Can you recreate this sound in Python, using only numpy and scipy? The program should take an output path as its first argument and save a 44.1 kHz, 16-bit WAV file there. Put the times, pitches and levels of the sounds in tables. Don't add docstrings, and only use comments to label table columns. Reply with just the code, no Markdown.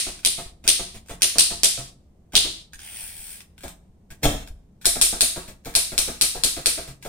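import sys
import numpy as np
from scipy import signal
from scipy.fft import rfft, irfft
from scipy.io import wavfile
from scipy.ndimage import uniform_filter1d

SR = 44100
rng = np.random.default_rng(int(sys.argv[2]) if len(sys.argv) > 2 else 0)


def rack_gain(trim_db):
    fader = np.asarray(trim_db, float)
    return 10 ** (fader / 20)


def bounce(signal):
    frames = np.transpose(np.atleast_2d(signal))
    limited = np.clip(frames, -1, 1)
    pcm = np.round(limited * 32767).astype(np.int16)
    wavfile.write(sys.argv[1], SR, pcm)


N = 312228
LEAD_S = .1

# (time [s], crack peak [dB], steel over paper slap [dB], frame ring [dB],
# table jolt [dB])
STRIKES = [(0.2484, -2.5, .5, -40.5, -43), (0.6765, 1.2, 2.5, -36, -41), (1.2191, 0, -1.5, -38, -47),
           (1.3829, 2.2, -.6, -38, -47), (1.6326, 1.5, .3, -36.5, -46), (2.3523, -2.5, -10.5, -35.5, -37),
           (4.8543, .3, 3.5, -34, -35), (5.0125, 1.5, 3, -35.5, -37), (5.207, 0, 2.5, -34.5, -42),
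           (5.7509, -1.2, 1.5, -34, -41), (5.9782, -1, .6, -34.5, -39), (6.2107, -1.2, 2.2, -34, -44),
           (6.4354, -.5, 1.4, -33.5, -41), (6.658, -0.5, .4, -33.5, -42)]
# (time [s], frame ring [dB], thud [dB], table jolt [dB])
CLUNKS = [(0.063, -30, -47, -42), (0.378, -30, -45, -43), (0.64, -38, -42, -43), (0.789, -30, -49, -42),
          (0.943, -43, -43, -47), (1.094, -31, -42, -43), (1.352, -30, -43, -46), (1.502, -31, -45, -42),
          (1.774, -32, -46, -44), (2.333, -29, -43, -38), (2.444, -32, -45, -45), (3.633, -32, -43, -42),
          (4.103, -46, -51, -48), (4.954, -26, -45, -38), (5.124, -27, -42, -41), (5.359, -27, -46, -41),
          (5.478, -41, -43, -47), (5.657, -29, -41, -42), (5.917, -30, -44, -41), (6.075, -27, -39, -42),
          (6.348, -29, -45, -42), (6.564, -28, -41, -44), (6.774, -29, -43, -46), (6.875, -41, -39, -45),
          (7.047, -29, -40, -44)]
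# (frequency [Hz], level [dB], time to fall 60 dB [s])
FRAME = [(286, -14, .08), (330, -12, .07), (382.5, -2, .1), (447.8, -6, .09), (500, -7.5, .07),
         (545, -8, .07), (592, -8, .07), (642, -7.5, .09), (670.7, -1, .1), (710, -7, .07), (780, -11, .06),
         (864, -9, .06), (960, -9, .05), (1087, -9.5, .05), (1220, -12.5, .05), (1554, -18, .05),
         (1830, -24.5, .05)]
# (frequency [Hz], level per Hz [dB])
RATTLE = [(530, -31), (900, -4), (1360, -15), (1780, -4.5), (3270, -4), (4430, -10), (4830, -9),
          (9200, -4.5), (10500, -16), (14800, -16.5), (15900, -22), (16500, -35.5)]
FELT = .62
RIGHT_LAG = 3


def unit(x):
    return x / np.sqrt(np.mean(x ** 2))


def response(spectrum):
    hz, db = np.transpose(spectrum)
    grid_hz = np.linspace(1, SR / 2, 2049)
    log_gain = np.interp(np.log(grid_hz), np.log(hz), db) * np.log(10) / 20
    cepstrum = irfft(log_gain)
    cepstrum[1:2048] *= 2
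    cepstrum[2049:] = 0
    taps = irfft(np.exp(rfft(cepstrum)))
    return taps / np.linalg.norm(taps)


def band(x, lo_hz, hi_hz):
    sos = signal.butter(2, [lo_hz, min(hi_hz, .45 * SR)], "band", fs=SR, output="sos")
    return signal.sosfilt(sos, x)


def burst(ms, grain_db=2.5):
    t_ms = np.arange(2048) / SR * 1000
    contacts = rng.standard_normal(2048) * rack_gain(grain_db * rng.exponential(size=2048))
    return unit(contacts) * np.exp(-t_ms / max(ms, .1))


def ring(modes, scatter_db, detune=.012, size=6000, damp=1):
    hz, db, t60 = np.transpose(modes)[:, :, None]
    pitch_chance, level_chance = rng.standard_normal((2, len(modes), 1))
    t = np.arange(size) / SR
    tones = np.sin(2 * np.pi * hz * (1 + detune * pitch_chance) * t)
    fade = np.exp(-np.log(1000) * t / (damp * t60))
    total = np.sum(rack_gain(db + scatter_db * level_chance) * tones * fade, axis=0)
    return total / np.sqrt(np.mean(total[:600] ** 2))


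def pushed(body, ms):
    push = burst(ms) * (1 - np.exp(-np.arange(2048) / 260.0))
    return signal.fftconvolve(body, push / np.linalg.norm(push))


def add(track, s, x):
    i = max(int((s + LEAD_S) * SR), 0)
    track[..., i:i + x.shape[-1]] += x[..., :track.shape[-1] - i]


def read(curve):
    s, first, *rest = np.transpose(curve)
    t = np.arange(s[0], s[-1], 1 / SR)
    return [s[0], rack_gain(np.interp(t, s, first))] + [np.interp(t, s, c) for c in rest]


def stereo_noise(size, wide=1.04):
    mid, side = rng.standard_normal((2, size))
    side = wide * signal.lfilter(*signal.butter(1, 911, "high", fs=SR), side)
    return np.array([mid + side, mid - side]) / np.sqrt(2)


def typebars(track):
    # (frequency [Hz], level per Hz [dB])
    crack_colour = [(500, -40), (900, -20), (1500, -17), (2200, -11), (3000, -5), (4200, -3), (5500, -4),
                    (7000, -7), (8300, -2), (9500, 0), (10500, -9), (12500, -17), (15300, -22),
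                    (16500, -40)]
    earlier_strike = (-.07, 2, 0, -38, -48)
    pan_db = .6
    slug = response(crack_colour)[:512]
    for s, db, tilt_db, frame_db, _ in [earlier_strike] + list(STRIKES):
        blow = .065 * burst(.7)
        blow[0] += 1
        crack = signal.lfilter(slug, 1, blow)
        crack += ((rack_gain(-tilt_db / 2) - 1) * band(crack, 2500, 5500)
                  + (rack_gain(tilt_db / 2) - 1) * band(crack, 7000, 16000))
        add(track, s + .0006, rack_gain(db + 9.3) * crack * rack_gain([[pan_db / 2], [-pan_db / 2]]))
        frame = ring(FRAME, scatter_db=1.6, damp=FELT)
        add(track, s + .006, rack_gain(frame_db - 1.6) * pushed(frame, 20.0))


def linkage(track):
    # (frequency [Hz], level [dB], time to fall 60 dB [s])
    thud = [(102, -2, 0.1), (130, 0, 0.16), (178.1, 0, .18), (215, -6, 0.12)]
    # (time [s], peak [dB], 1.5-1.9 kHz against peak [dB], length [ms])
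    ticks = [(0.1915, -42.5, -13, 2.6), (1.0605, -42, -13, 2.6), (1.0849, -38, -13, 2.6),
             (2.7328, -35, -4, 4), (2.7917, -36.5, -13, 2.6), (3.4047, -37, -20, 2.6),
             (3.5793, -40, -13, 2.6), (3.6262, -41, -18, 2.6), (4.104, -49, 4, 6), (5.478, -41, -13, 2.6),
             (5.6481, -36, -13, 2.6), (5.6555, -31, -13, 2.6)]
    # (time [s], peak [dB], 1.5-1.9 kHz against peak [dB], length
    # [ms])
    take_up = [(.232, -43, -10, 8), (0.6407, -53, -9.5, 10), (0.667, -36, -3.5, 6), (1.208, -41.5, -8.5, 6),
               (2.321, -45, -6.5, 9.3), (2.345, -33, -11, 5), (4.2247, -44, -4, 3.3),
               (4.813, -42.5, -10, 12), (4.845, -33, -2, 6.5), (5.738, -37.5, -5, 7.2),
               (7.025, -38, -16, 8.8)]
    # (time [s], peak [dB], 1.5-1.9 kHz against peak [dB], length
    # [ms])
    snaps = [(3.6805, -27, -18, .6), (4.4748, -33, -9, .8), (3.607, -45, -10, 5)]
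    # (time [s], level [dB], frequency [Hz], time to fall 60 dB [s])
    knock = (4.2545, -21, 3200, .02)
    clunk_ms = 24
    steel = response(RATTLE)[:512]
    for s, frame_db, thud_db, _ in CLUNKS:
        rattle_db = -44.5 + .4 * (frame_db + 31)
        frame = ring(FRAME, scatter_db=1.6, damp=FELT)
        add(track, s, rack_gain(frame_db - 7.2) * pushed(frame, clunk_ms))
        add(track, s, rack_gain(thud_db - .6) * pushed(ring(thud, scatter_db=3.0), clunk_ms))
        add(track, s, rack_gain(rattle_db) * signal.lfilter(steel, 1, burst(.9 * clunk_ms)))
    for s, db, low_db, ms in list(ticks) + list(take_up) + list(snaps):
        touch = burst(ms)
        touch[0] += 4.0
        tick = signal.lfilter(steel, 1, touch)
        add(track, s, rack_gain(db - 6.5) * (tick + 6.0 * rack_gain(low_db) * band(touch, 1480, 1900)))
    s, db, hz, t60 = knock
    add(track, s, rack_gain(db - 10) * ring([(hz, 0, t60), (1.06 * hz, -4, t60)], scatter_db=0))


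def table_rocking():
    # (frequency [Hz], level [dB], time to fall 60 dB [s])
    legs = [(24, -3, .25), (36, 0, .45), (64, -.5, .35), (86, -1.5, .2)]
    # (time [s], level [dB])
    jolts = [(.445, -41), (2.74, -49), (3.02, -49), (3.18, -50), (3.88, -54), (4.09, -47), (4.25, -24),
             (4.33, -34), (4.49, -36)]
    rocking = np.zeros(N + int(LEAD_S * SR))
    shove = np.hanning(int(15 * SR / 1000))
    for s, *_, db in list(STRIKES) + list(CLUNKS) + list(jolts):
        swing = ring(legs, scatter_db=2.5, size=16000)
        add(rocking, s + .008, rack_gain(db + 8) * signal.fftconvolve(swing, shove / shove.sum()))
    tremor = unit(signal.fftconvolve(rng.standard_normal(N), ring(legs, scatter_db=0))[:N])
    return rack_gain([[.4], [-.4]]) * (rocking[-N:] + rack_gain(-59) * tremor)


def house_hush():
    # (frequency [Hz], level per Hz [dB])
    hush_colour = [(44, -22), (63, 4), (124, -7), (183, -2.5), (235, -9), (339, -14.5), (573, -20.5),
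                   (1400, -32), (2590, -32), (4090, -35), (9530, -34), (10700, -42), (15100, -39),
                   (16500, -64)]
    hush = signal.fftconvolve(stereo_noise(N), response(hush_colour)[None], axes=1)[:, :N]
    return rack_gain(-55.5) * unit(hush)


def carriage(track, heard):
    # (time [s], rack level [dB], rail rumble against rack [dB], pawl ring [Hz])
    slide = [(2.785, -62, 3, 9100), (2.824, -48, -6, 9120), (2.97, -42.5, -6, 9360),
             (3.07, -41.5, -9, 9560), (3.13, -49, -6, 9230), (3.18, -44.5, -10, 8340),
             (3.315, -43, -8.5, 8690), (3.375, -53, -4, 8530), (3.415, -68, -3, 8300)]
    # (time [s], teeth per second [1/s])
    teeth = [(2.76, 62), (2.85, 66), (2.95, 124), (3.05, 79), (3.15, 79), (3.3, 80), (3.45, 70)]
    # (frequency [Hz], level per Hz [dB])
    rack_colour = [(2940, -46), (5000, -13), (7240, -11.5), (8040, -2.5), (9380, 1), (10800, -14),
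                   (15500, -11.5), (16300, -15), (16500, -51)]
    # (frequency [Hz], level per Hz [dB])
    rail_colour = [(300, -22), (700, -8), (854, -6), (1250, -17), (1820, -5.5), (2020, -7), (3280, -3),
                   (3670, -10), (5500, -10.5), (7150, -38.5), (12100, -120)]
    tooth_share = .8
    s, gain, rail_db, pawl_hz = read(slide)
    size = len(gain)
    teeth_passed = np.cumsum(np.interp(s + np.arange(size) / SR, *np.transpose(teeth))) / SR
    uneven = rack_gain(2.0 * rng.standard_normal(int(N / 200)))
    tooth = uneven[teeth_passed.astype(int)]
    gate = 1 - tooth_share + 5.0 * tooth_share * tooth * np.exp(-(teeth_passed % 1) / .2)
    noise = rng.standard_normal((3, SR))[:, :size]
    rack = signal.fftconvolve(np.sqrt(gate) * noise[0], response(rack_colour))[:size]
    pawl = gate * unit(band(noise[1], 20, 500)) * np.cos(2 * np.pi * np.cumsum(pawl_hz) / SR)
    rail = signal.fftconvolve(np.sqrt(gate) * noise[2], response(rail_colour))[:size]
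    add(track, s, gain * (rack_gain(-7.0) * rack + rack_gain(-18.0) * pawl + rack_gain(rail_db - 5.0) * rail))
    both_mics = np.array([pawl, np.roll(pawl, 3 * RIGHT_LAG)])
    add(heard, s, gain * rack_gain([[-1.5], [-4.5]]) * both_mics)


def basket(track):
    # (time [s], scrape [dB], frame against scrape [dB])
    slam = [(4.222, -66, 11), (4.232, -16.5, -12.5), (4.254, -20, 3), (4.282, -38.5, 5), (4.36, -54, 16)]
    # (frequency [Hz], level [dB], time to fall 60 dB [s])
    basket_modes = [(110, -3.5, .08), (140, -4, .08), (166, -2.5, .08), (224, 0.5, .08), (285, 1, .1),
                    (338, -5, .06), (390, -5, .06), (444, 1, .08), (500, -5, .06), (560, -0.5, .07),
                    (608, 0.5, .07), (660.5, -4.5, .08), (720, -6, .06), (804, -16, .05), (907, -20.5, .05)]
    s, gain, frame_db = read(slam)
    grit = rng.standard_normal((2, SR))[:, :len(gain)] * gain
    body = ring(basket_modes, scatter_db=-0.5, damp=.9)
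    body = body / np.linalg.norm(body)
    add(track, s, rack_gain(-.4) * signal.fftconvolve(grit[1] * rack_gain(frame_db), body))
    add(track, s, rack_gain(-11.8) * signal.fftconvolve(grit[0], response(RATTLE)))


def room(echoes):
    # (frequency [Hz], time to fall 60 dB [s], level [dB])
    tail_bands = [(150, .45, -30), (400, .4, -32), (800, .4, -30.5), (1400, .43, -26.5), (2200, .48, -25),
                  (3990, .48, -24), (6900, .44, -24), (9700, .41, -23), (14300, .38, -21.5)]
    direct_ms = .55
    size = int(.6 * SR)
    t = np.arange(size) / SR
    middles = [np.sqrt(a[0] * b[0]) for a, b in zip(tail_bands, tail_bands[1:])]
    edges = [60] + middles + [19000]
    tail = np.zeros((2, size))
    for (_, t60, db), lo, hi in zip(tail_bands, edges, edges[1:]):
        tail += rack_gain(db - 60 * t / t60) * band(stereo_noise(size), lo, hi)
    early = np.zeros((2, size))
    for ms, *db in [(direct_ms, -3.5, -3.5)] + list(echoes):
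        smear = .28 * rng.standard_normal((2, 256)) * np.exp(-np.arange(256) / 28.0)
        smear[:, 0] += .45
        i = int(ms * SR / 1000)
        early[:, i:i + 256] += rack_gain(db)[:, None] * smear
    out = band(early, 1300, 19000) + tail * (1 - np.exp(-(t / 0.011) ** 2))
    out[:, int(direct_ms * SR / 1000)] += 1.55
    out[1] = np.roll(out[1], RIGHT_LAG)
    return out


def quieten(x):
    treble = x - signal.filtfilt(*signal.butter(2, 1100, fs=SR), x)
    power = uniform_filter1d(np.mean(treble ** 2, axis=0), int(24 * SR / 1000))
    under_db = -46 - 10 * np.log10(np.abs(power) + 1e-12)
    cut_db = np.clip(1.1 * under_db, 0, 11)
    return x + (rack_gain(-cut_db) - 1) * treble


def scene():
    # (delay [ms], left [dB], right [dB])
    echoes_before = [(1.4, -1.5, -2.5), (5.196, -4.5, -2.5), (6.94, -8.5, -7), (9.91, 1, -4.5),
                     (10.95, -6.5, -13.5), (12.32, -3, -1.5), (14.4, -3.5, -4.5), (15.92, -2.5, -7.5),
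                     (22.92, -14, -2.5), (23.97, -6.5, -15), (26.1, -5, -11.5), (38.14, -16, -7.5)]
    # (delay [ms], left [dB], right [dB])
    echoes_after = [(1.5, -1.5, -7), (5.196, -8.5, -13.5), (6.304, -6, -3), (7.43, -8, -9),
                    (9.816, 3.5, -8.5), (12.145, -3.5, -5), (14.03, -7, -9.5), (15.7, -8, -11.5),
                    (27.5, -10.5, -17)]
    # (from [Hz], to [Hz], change [dB])
    returned = [(1200, 1900, 2.5), (2600, 3700, -3.5), (10800, 16000, 3)]
    return_s = 3.0
    lead = int(LEAD_S * SR)
    machine, heard = np.zeros((2, 2, N + lead))
    typebars(machine)
    linkage(machine)
    carriage(machine, heard)
    basket(machine)
    cut = int(return_s * SR) + lead
    before, after = machine[:, :cut], machine[:, cut:]
    shading = sum((rack_gain(db) - 1) * band(after, lo, hi) for lo, hi, db in returned)
    add(heard, -LEAD_S, signal.fftconvolve(before, room(echoes_before), axes=1))
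    add(heard, return_s, signal.fftconvolve(after + shading, room(echoes_after), axes=1))
    return heard[:, lead:] + table_rocking() + house_hush()


def roll_off(x):
    return signal.sosfilt(signal.butter(12, 16710, fs=SR, output="sos"), x)


def record(dry):
    dry = quieten(dry)
    clipped = .9 * dry / (.9 ** 4 + np.abs(dry) ** 4) ** .25
    smooth = signal.sosfilt(signal.butter(6, 16800, fs=SR, output="sos"), clipped)
    return roll_off(smooth)


dry = scene()
out = record(dry)
bounce(out)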